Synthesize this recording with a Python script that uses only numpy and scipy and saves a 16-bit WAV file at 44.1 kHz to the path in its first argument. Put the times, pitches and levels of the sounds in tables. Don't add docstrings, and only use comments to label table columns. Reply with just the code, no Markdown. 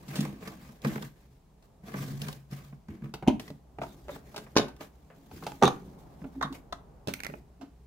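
import sys
import numpy as np
from scipy import signal
from scipy.fft import rfft, irfft, next_fast_len
from scipy.io import wavfile
from scipy.ndimage import uniform_filter1d, map_coordinates

SR = 44100
rng = np.random.default_rng(int(sys.argv[2]) if len(sys.argv) > 2 else 0)


def boost_factor(decibels):
    exponent = np.asarray(decibels, float) / 20
    return 10 ** exponent


def digitize_waveform(pressure):
    field = np.atleast_2d(pressure).T
    bounded = np.clip(field, -1, 1)
    quanta = np.round(bounded * 32767).astype(np.int16)
    wavfile.write(sys.argv[1], SR, quanta)


N = 346626

# centre in Hz, width in Hz, level in dB.
HOLLOW_MODES = [(144.6, 9.5, 2.5), (207, 29, 2), (261.5, 20, 0), (312, 28, -7)]
SHELL_MODES = [(430, 40, 2), (599, 250, -3), (806, 82, -1.5), (1042, 313, -0.5), (1188, 405, -1),
               (1550, 206, -3.5), (2230, 920, -10)]
LID_MODES = [(145, 24, -1), (180, 15, -2), (213.7, 13, 0), (272, 8.5, 4), (353, 81, -4)]
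# frequency in Hz, density in dB per Hz.
CRACK_SPECTRUM = [(1800, -73), (2600, 0.5), (4500, -2), (7000, -6.5), (10000, -9.5), (15000, -5.5)]


def rms(x):
    return np.sqrt(np.mean(np.abs(x) ** 2))


def unit(x):
    return x / np.sqrt(np.mean(x ** 2) + 1e-20)


def along(points, hz):
    f, v = np.transpose(points)
    return np.interp(np.log(hz + 1), np.log(f + 1), v)


def wobble(knots_per_s):
    knots = rng.standard_normal(int(N * knots_per_s / SR) + 4)
    return map_coordinates(knots, [np.arange(N) * knots_per_s / SR])


def filtered(x, response):
    size = next_fast_len(N + SR // 2)
    gain = response(np.fft.rfftfreq(size, 1 / SR))
    first = gain[0] if gain.ndim > 1 else gain
    return irfft(rfft(x, size) * gain / rms(first), size)[..., :N]


def modes(table):
    def response(f):
        total = 0
        for k, (centre_hz, width_hz, db) in enumerate(table):
            damping = 1j * f * width_hz
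            total = total + (-1) ** k * boost_factor(db) * damping / (centre_hz ** 2 - f * f + damping)
        return total
    return response


def spectrum(points):
    return lambda f: boost_factor(along(points, f))


def stereo(pair):
    # frequency in Hz, correlation 0..1.
    likeness = [(100, 0.79), (250, 0.83), (500, 0.5), (1000, 0.12), (3000, 0.11), (8000, 0.19)]

    def mid_side(f):
        angle = np.arccos(np.clip(along(likeness, f), 0, .999)) / 2
        return np.array([np.cos(angle), np.sin(angle)])

    mid, side = filtered(pair, mid_side)
    return np.array([mid + side, mid - side])


def background():
    # time in s, room tone in dB, drone in dB.
    levels = [(0, -54.5, -57.5), (1.3, -64.5, -58.5), (2.5, -63, -58), (3.6, -62.5, -58.5),
              (4.2, -56.5, -57.5), (5, -59.5, -58), (6, -55, -57), (6.7, -55, -56.5), (7.2, -57.5, -57.5),
              (7.86, -66, -56)]
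    # frequency in Hz, density in dB per Hz.
    air_spectrum = [(12, -35.5), (20, -13.5), (54, -2.5), (98, -12), (144, -4.5), (325, -15.5),
                    (401, -11.5), (474, -15), (818, -15), (1190, -24), (3000, -50.5), (3900, -90),
                    (6600, -120)]
    # centre in Hz, width in Hz, level in dB.
    drone_modes = [(33, 5.5, -9), (60.1, 6, 3.5), (128, 1.5, -0.5), (165, 16, -8.5), (430, 12, -19),
                   (665, 8.9, -25)]
    # frequency in Hz, density in dB per Hz.
    hiss_spectrum = [(1000, -12), (2000, 0), (4000, -1), (7000, -2), (9000, -5), (16000, -6)]
    t = np.arange(N) / SR
    s, air_db, drone_db = np.transpose(levels)
    air_gain = boost_factor(np.interp(t, s, air_db) + wobble(3))
    drone_gain = boost_factor(np.interp(t, s, drone_db))
    air = unit(stereo(filtered(rng.standard_normal((2, N)), spectrum(air_spectrum))))
    drone = unit(filtered(rng.standard_normal(N), modes(drone_modes)))
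    hiss = filtered(rng.standard_normal((2, N)), spectrum(hiss_spectrum))
    return boost_factor(-1.0) * air_gain * air + drone_gain * drone + boost_factor(-76.5) * hiss


def strokes(rows, brightens=0):
    hold = 1.76
    edge_db = 25
    t = np.arange(0, N / SR, .001)
    gain = 0
    for s, db, rise_s, fall_s, *speed_db in rows:
        distance = np.maximum((s - t) / max(rise_s, .005), (t - s) / max(fall_s, .005))
        gain = gain + boost_factor(db + brightens * sum(speed_db) - edge_db * distance ** hold)
    return np.interp(np.arange(N) / SR, t, gain)


def driven(force, table):
    x = unit(filtered(force, lambda f: modes(table)(f) / (1 + (f / 450) ** 4)))
    power = np.abs(uniform_filter1d(x * x, size=1200))
    return unit(x / (power + 0.13) ** 0.088)


def patchy(x, depth_db):
    z = signal.stft(x, nperseg=256)[2]
    field = rng.standard_normal(z.shape[1:])
    field = uniform_filter1d(field, size=3, axis=0)
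    field = uniform_filter1d(field, size=10, axis=1)
    return unit(signal.istft(z * boost_factor(depth_db * unit(field)), nperseg=256)[1][:, :N])


def drag():
    # peak in s, force in dB, rise in s, fall in s, speed in dB (faster is brighter).
    shoves = [(0.02, -59, .2, .15, -1), (0.11, -48.5, 0.066, 0.11, 0.5), (0.33, -44.5, 0.034, 0.084, -26),
              (1.04, -55.5, 0.028, 0.079, -6), (1.86, -50.5, 0.037, 0.16, -4), (2.05, -50, 0.094, 0.092, 4),
              (0.216, -36, 0.11, 0.15, -12.5), (0.44, -46.5, 0.075, 0.29, -6.5),
              (0.66, -59.5, 0.08, 0.25, 3.5), (0.874, -35, 0.057, 0.12, -11),
              (0.962, -49, 0.082, 0.18, -0.5), (1.96, -50.5, 0.077, 0.2, 1.5),
              (2.9, -43.5, 0.013, 0.16, -26.5), (3.045, -41, 0.017, 0.08, -26.5)]
    slides = [(2.14, -34.5, 0.27, 0.23, -33), (2.26, -38.5, 0.13, 0.18, -3), (2.53, -40, 0.038, 0.11, -4),
              (2.65, -50, 0.075, 0.18, -6.5)]
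    rubs = [(1.18, -61.5, 0.054, 0.19, 16), (1.34, -64, 0.067, 0.077, 10), (1.65, -60, .03, 0.046, 11),
            (4.145, -49, .04, 0.047, 19.5), (3.41, -45.5, 0.014, 0.18, 11.5), (3.82, -47, 0.021, 0.41, 4.5),
            (4.104, -45, 0.037, 0.078, -2), (4.4, -52.5, 0.38, 0.25, 14), (4.818, -42.5, 0.027, 0.056, 19),
            (5.348, -49.5, 0.062, 1, 5.5), (5.56, -54, 0.95, 0.013, 8), (6.42, -61, 1, 0.25, 13),
            (6.55, -47, 0.039, 0.056, 15.5), (7.09, -44, 0.0157, 0.11, 7.5), (7.344, -47, 0.23, 0.092, -7)]
    # peak in s, level in dB, rise in s, fall in s.
    settling = [(5.88, -47, 0.3, 0.12)]
    nudges = [(6.25, -36, 0.043, 0.046), (6.375, -38, 0.036, 0.19), (6.51, -34, 0.0057, 0.034),
              (7.63, -40, 0.032, 0.042)]
    # centre in Hz, width in Hz, level in dB.
    base_modes = [(139.3, 3.4, 0)]
    wall_modes = [(197, 43, -1.5), (268.6, 22.7, -4), (317, 42, -7)]
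    panel_modes = [(268.5, 14.4, 0)]
    # frequency in Hz, density in dB per Hz.
    hiss_spectrum = [(1100, -19), (1800, -17), (2400, -9), (3300, -0.5), (6800, -3), (9000, -7.5),
                     (15900, -4.5)]

    clumps = boost_factor(1.5 * wobble(45) + 2 * wobble(140))
    grains = boost_factor(2.5 * rng.exponential(size=(3, 1, N)))
    grit = rng.standard_normal((3, 2, N)) * grains * clumps

    shove, slide = strokes(shoves), strokes(slides)
    boom = (boost_factor(-3.0) * shove + slide) * driven(grit[0, 0], base_modes)
    boom += (boost_factor(2.0) * shove + boost_factor(-10.5) * slide) * driven(grit[0, 0], wall_modes)
    boom += boost_factor(-1.5) * (strokes(rubs) + strokes(settling)) * driven(grit[0, 1], LID_MODES)
    boom += strokes(nudges) * driven(grit[1, 1], panel_modes)

    scrape_gain = boost_factor(-6.0) * strokes(shoves, brightens=0.47)
    scrape_gain += boost_factor(-12.5) * strokes(slides, brightens=0.51)
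    scrape_gain += boost_factor(-23) * strokes(rubs, brightens=0.85)
    hiss_gain = boost_factor(-8.5) * strokes(shoves, brightens=0.74)
    hiss_gain += boost_factor(-15.5) * strokes(slides, brightens=0.34)
    hiss_gain += boost_factor(-17.5) * strokes(rubs, brightens=0.34)
    scrape = scrape_gain * patchy(filtered(grit[1], modes(SHELL_MODES)), depth_db=2.5)
    hiss = hiss_gain * patchy(filtered(grit[2], spectrum(hiss_spectrum)), depth_db=2)
    return boost_factor(-3.5) * boom + stereo(scrape + hiss)


def alike(rows, **shared):
    full = []
    for s, db, *rest in rows:
        own = iter(rest)
        traits = [shared[k] if k in shared else next(own) for k in ("boom_db", "crack_db", "spot_hz", "t60")]
        full.append((s, db, *traits))
    return full


def contacts(rows, low, body, top, boom_db, body_db, ring_db, top_db, blow_db, rise):
    # time in s, left-right level in dB, left microphone delay in ms.
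    places = [(0, -1, 0.081), (1, -1.5, 0.26), (3, 0.5, 0.15), (3.5, -0.5, -0.16), (4.598, -1, -0.091),
              (5.3, 1.5, 0.016), (5.648, -3, 0), (6.401, -4.5, 0.1), (6.731, 4, 0.12), (7.081, -5.5, 0.49),
              (7.299, -8, 0.43), (7.6, -7, 0.052)]
    size, lead = 2 ** 14, 400
    linger, tail_db = 4, -18
    out = np.zeros((2, N + size))
    f = np.fft.rfftfreq(size, 1 / SR)
    t = np.maximum(np.arange(size) - lead, 0) / SR
    thick = 1 / (1 + 1j * f / 3000) ** 2
    low, body, top = modes(low)(f), modes(body)(f), top(f)
    hollow = boost_factor(boom_db) * low / rms(low)
    shell = boost_factor(body_db) * body / rms(body)
    crackle = boost_factor(top_db) * top / rms(top)
    ends = np.clip((size - np.arange(size)) / 4000 - .2, 0, 1)
    opposite = np.array([[1], [-1]])
    place_s, place_db, place_ms = np.transpose(places)
    for s, db, boom, crack, spot_hz, t60 in rows:
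        t60 = max(t60, .002)
        spot_hz = spot_hz * np.exp(rng.normal(0, .05))
        decay = boost_factor(-60 * t / t60) + boost_factor(tail_db - 60 * t / (linger * t60))
        burst, other = rng.standard_normal((2, size)) * decay * (1 - np.exp(-t / rise))
        burst += boost_factor(blow_db) * t / rise * np.exp(1 - t / rise)
        both, apart = rfft([burst, other])
        spot = modes([(spot_hz, spot_hz / 5, 0)])(f)
        struck = shell + boost_factor(ring_db) * spot / rms(spot)
        near = (both + 0.6 * opposite * f / (f + 400) * apart) * thick * struck
        dull = 1 / (1 + (f / (14000 * boost_factor(0.37 * crack))) ** 2)
        snap = boost_factor(crack) * crackle * dull * (both + .5 * opposite * apart)
        push = boost_factor(boom) * hollow * rfft(np.abs(burst))
        pan_db = np.interp(s, place_s, place_db)
        lag_s = np.interp(s, place_s, place_ms) / 1000
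        ears = boost_factor(opposite * pan_db / 2) * np.exp(-1j * np.pi * f * lag_s * opposite)
        sound = irfft(push + ears * (near + snap), size)
        out[:, round(s * SR) - lead:][:, :size] += boost_factor(db) * ends * sound
    return out[:, :N]


def bumps():
    # start in s, peak in dB, boom in dB, crack in dB, burst t60 in s.
    blows = [(0.081, -51.5, 15.5, 1, 0.097), (0.154, -41.5, -18, 2, 0.19), (0.187, -34, 14.5, -10, 0.019),
             (0.25, -29.5, -16, -8.5, 0.022), (0.474, -37, 3, -5, 0.056), (0.689, -52, 8, -9, 0.059),
             (0.846, -26, 2, -11.5, 0.048), (0.956, -28.5, 0.5, -12.5, 0.025),
             (0.979, -24, -18, -20, 0.0096), (1.024, -33, -4, -4.5, 0.024), (1.939, -34, 0, -26, 0.061),
             (2.217, -40, 5, 5.5, 0.026), (2.2835, -27, -12.5, -5.5, 0.02), (2.327, -48.5, -9, 7.5, 0.022),
             (2.883, -46, 10, -10.5, 0.042), (3.02, -47, 16, -17.5, 0.028)]
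    return contacts(alike(blows, spot_hz=510), HOLLOW_MODES, SHELL_MODES, spectrum(CRACK_SPECTRUM),
                    boom_db=-1.5, body_db=0.5, ring_db=-5.5, top_db=4.0, blow_db=-19.0, rise=0.00096)


def ticks():
    # start in s, peak in dB, boom in dB, crack in dB, burst t60 in s.
    catches = [(0.138, -55, -5, 0, .02), (0.206, -41, 6, 6.5, .04), (0.408, -62, -20, 4, .01),
               (0.424, -45.5, 5, -14, 0.045), (0.527, -50, -5, -15, 0.032), (0.818, -59.5, -6, 9, 0.023),
               (0.861, -35.5, 10, -20, 0.019), (1.624, -65, -13, 1, .05), (1.835, -56.5, 10.5, -15, 0.066),
               (1.881, -44.5, -5, -8, 0.056), (2.038, -50, 4, 2, .04), (2.511, -53, 8, 0, 0.031),
               (2.606, -58, -3, -10, 0.06), (3.057, -51, -3, -11, 0.033), (3.822, -40.5, -11, -7.5, 0.045),
               (4.764, -58.5, -10, 1, .03), (4.465, -48.5, -20, -25, .05), (6.217, -49.5, 10.5, -25, 0.026),
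               (2.522, -47.5, 11.5, -20, 0.057), (2.27, -48, -10, -5, .015), (7.287, -44, 5, -25, .015),
               (6.444, -42, 10, -25, .02), (2.725, -54, 12, -25, .05), (5.1, -54, -10, -25, .15),
               (5.436, -46, -10, -2, 0.059)]
    return contacts(alike(catches, spot_hz=1100), HOLLOW_MODES, SHELL_MODES, spectrum(CRACK_SPECTRUM),
                    boom_db=-2.0, body_db=1.8, ring_db=-10.5, top_db=3, blow_db=-10.5, rise=0.00044)


def thuds():
    # start in s, peak in dB.
    heavy_blows = [(1.99, -66), (2.893, -31), (3.03, -39), (5.331, -36), (5.628, -34.5), (7.093, -33.5)]
    out = np.zeros(N + SR)
    t = np.arange(SR // 5) / SR
    swing = (1 - np.exp(-t / 0.0085)) * np.sin(2 * np.pi * 86 * t)
    for s, db in heavy_blows:
        out[round(s * SR):][:len(t)] += boost_factor(db - 60 * t / 0.11) * swing
    return out[:N]


def taps():
    # start in s, peak in dB, boom in dB, crack in dB, burst t60 in s.
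    fingers = [(3.503, -38.5, 4.5, -15.5, 0.017), (3.786, -29, -4, -34, 0.027),
               (3.816, -25, -9, -50, 0.048), (3.867, -43, -29, -19, 0.019), (4.083, -33, -47, -20, 0.013),
               (4.091, -28.5, -29, -38, 0.046), (4.161, -37.5, -20, -25, 0.023),
               (4.344, -38.5, -8, -20, 0.049), (4.362, -30, -25, -14, 0.055),
               (4.378, -32.5, -9, -14.5, 0.058), (4.642, -30.5, -1, -32, 0.0099),
               (4.808, -35.5, -10, -18, 0.064), (5.519, -27.5, -12, -18, 0.0078),
               (6.242, -38.5, 1.5, -30, 0.06), (6.353, -48, -15, -26, 0.039), (7.0735, -33, 8, -8, 0.015),
               (7.083, -27, -5, -17.5, 0.076), (7.299, -33, -36, -33, 0.015),
               (7.3385, -27, -41, -30, 0.015), (7.612, -42.5, -6, -19, 0.12)]
    # start in s, peak in dB, boom in dB, crack in dB.
    rim_catches = [(3.139, -31, -4.5, -14.5), (3.225, -34.5, 3, -38), (3.833, -30.5, -15, -20.5),
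                   (4.683, -40.5, -6, -15), (5.313, -43, -9.5, -20), (5.425, -37, -3, -27.5),
                   (5.466, -27, -10, -17), (6.526, -43.5, -3, -11.5), (7.093, -40, -47, -22)]
    # start in s, peak in dB, crack in dB.
    flicks = [(3.397, -32.5, -12.5), (3.479, -41.5, -13)]
    rows = alike(fingers, spot_hz=605)
    rows += alike(rim_catches, spot_hz=900, t60=0.054)
    rows += alike(flicks, boom_db=-16, spot_hz=1980, t60=0.032)
    return contacts(rows, LID_MODES, SHELL_MODES, spectrum(CRACK_SPECTRUM),
                    boom_db=-7.5, body_db=-8.0, ring_db=-6, top_db=11.5, blow_db=1.0, rise=0.00014)


def latches():
    # start in s, peak in dB, crack in dB, struck spot in Hz, burst t60 in s.
    far_blows = [(3.266, -45, -8, 830, 0.054), (3.275, -27.5, 2, 697, 0.027), (3.28, -24, -0.5, 309, 0.046),
                 (3.299, -34, -37, 350, 0.041)]
    right_blows = [(4.556, -31.5, -13.5, 637, 0.13), (4.5652, -9, -13.5, 520, 0.071),
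                   (4.572, -21, 1, 650, 0.023), (4.582, -18, -5, 510, 0.034),
                   (4.596, -17, -14.5, 402, 0.039)]
    left_blows = [(5.615, -36.5, -12, 705, 0.069), (5.622, -10, -28, 500, 0.038),
                  (5.626, -2.5, -6, 720, 0.0044), (5.632, -7.5, -11.5, 430, 0.063),
                  (5.643, -15, -5, 960, 0.011), (5.654, -7.5, -5.5, 430, 0.0077),
                  (5.666, -30, 1.5, 1100, 0.014), (5.677, -16, -4.5, 1140, 0.025)]
    # centre in Hz, width in Hz, level in dB.
    far_modes = [(250.5, 30, 20), (430, 60, 8), (560, 90, 8), (1000, 200, 2)]
    right_modes = [(383, 420, 17), (525, 45, 6.5), (990, 65, 12), (1540, 5.9, 7), (1450, 62, 2.5),
                   (2180, 33, 5.5)]
    left_modes = [(249.6, 22, -1), (428, 21, 5), (794, 70, 4), (961, 40, -3), (1160, 110, -2),
                  (2314, 106, -10.5)]
    # frequency in Hz, density in dB per Hz.
    far_crack = [(1290, -32), (2200, -1.5), (2870, -1.5), (5300, -16), (6370, -10), (7580, -23.5),
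                 (16000, -22)]
    right_crack = [(1290, -41), (2200, -8.5), (3680, -5), (4130, -5.5), (4530, -7), (5170, -6.5),
                   (7030, -11.5), (7710, -29.5), (8950, -21), (16000, -27.5)]
    left_crack = [(1200, -35), (2100, -8), (2900, -3), (3250, -6), (3650, -2), (4100, -7), (5000, -13),
                  (6200, -5), (7500, -18), (11500, -19), (16000, -27)]
    far = contacts(alike(far_blows, boom_db=1.0), HOLLOW_MODES, far_modes, spectrum(far_crack),
                   boom_db=-10.5, body_db=6.0, ring_db=6, top_db=-3, blow_db=-4.5, rise=0.00076)
    right = contacts(alike(right_blows, boom_db=-17.5), LID_MODES, right_modes, spectrum(right_crack),
                     boom_db=-17.5, body_db=-7.0, ring_db=-20.5, top_db=3, blow_db=-0.5, rise=0.00016)
    left = contacts(alike(left_blows, boom_db=-11), HOLLOW_MODES, left_modes, spectrum(left_crack),
                    boom_db=-4.5, body_db=-7.0, ring_db=-4.5, top_db=-3.5, blow_db=-11.0, rise=0.00054)
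    return far + right + left


def buzz():
    # peak in s, level in dB, rise in s, fall in s.
    shivers = [
        (4.612, -42, .03, 0.044),
        (5.668, -30.5, 0.039, 0.035),
        (4.13, -57, .05, .04),
        (3.9, -64, .05, .06),
        (6.435, -47, .015, .05),
    ]
    # centre in Hz, width in Hz, level in dB.
    flap_modes = [(3650, 420, 0)]
    ring = filtered(rng.standard_normal((2, N)), lambda f: modes(flap_modes)(f) ** 2)
    return strokes(shivers) * unit(ring)


def lift():
    # start in s, peak in dB, crack in dB, burst t60 in s.
    releases = [(6.4105, -20, -27, 0.046), (6.4245, -15, -22, .045), (6.45, -32, -26, .06),
                (6.7245, -18, -20.5, .025)]
    # centre in Hz, width in Hz, level in dB.
    rim_modes = [(760, 200, -3), (960, 150, 1.5), (1100, 150, -1), (1820, 950, -9)]
    # frequency in Hz, density in dB per Hz.
    rim_crack = [(1800, -41), (2600, -10), (3700, 2), (4800, -9), (6000, -5), (8000, -15), (15000, -11)]
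    return contacts(alike(releases, boom_db=-23.0, spot_hz=982), LID_MODES, rim_modes, spectrum(rim_crack),
                    boom_db=-4.5, body_db=-10, ring_db=-5, top_db=11, blow_db=-12, rise=0.0015)


def rattle():
    # start in s, peak in dB, crack in dB, ring in Hz.
    clatters = [(7.138, -21.5, 0, 2150), (7.193, -36, -18, 2300), (7.203, -26, -5.5, 1950),
                (7.235, -23.5, -4.5, 2400), (7.247, -24.5, -5, 1950), (7.255, -24.5, -16, 2100),
                (7.266, -23.5, -5, 2150)]
    # centre in Hz, width in Hz, level in dB.
    flap_modes = [(650, 1200, -6), (1340, 110, 2), (2040, 600, -6), (2480, 300, -16)]
    rows = alike(clatters, boom_db=-34, t60=0.01)
    return contacts(rows, LID_MODES, flap_modes, spectrum(CRACK_SPECTRUM),
                    boom_db=-21, body_db=-10.0, ring_db=-4.5, top_db=1.0, blow_db=-18.0, rise=0.0002)


def room(x):
    # frequency in Hz, t60 in s.
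    decay_times = [(100, 0.42), (500, 0.25), (2000, 0.29), (6000, 0.21), (14000, 0.34)]
    out, step = np.zeros((2, N + 2 * SR)), SR // 3
    for at in range(0, N, step):
        hz, t, z = signal.stft(rng.standard_normal((2, SR // 2)), SR, nperseg=256)
        decay = boost_factor(-60 * t / along(decay_times, hz)[:, None])
        tail = signal.istft(z * decay, SR, nperseg=256)[1]
        wet = signal.fftconvolve(x[None, at:at + step], tail / np.linalg.norm(tail[0]), axes=1)
        out[:, at + 200:at + 200 + wet.shape[1]] += wet
    return stereo(out[:, :N])


def scene():
    box = drag() + bumps() + ticks() + thuds() + taps() + latches() + lift() + rattle()
    return box + boost_factor(-10.0) * room(box.mean(0)) + buzz() + background()


def roll_off(x):
    return signal.sosfilt(signal.butter(12, 16990, fs=SR, output="sos"), x)


def record(dry):
    low_pass = signal.butter(24, 15800, fs=SR, output="sos")
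    return roll_off(signal.sosfiltfilt(low_pass, dry))


dry = scene()
out = record(dry)
digitize_waveform(out)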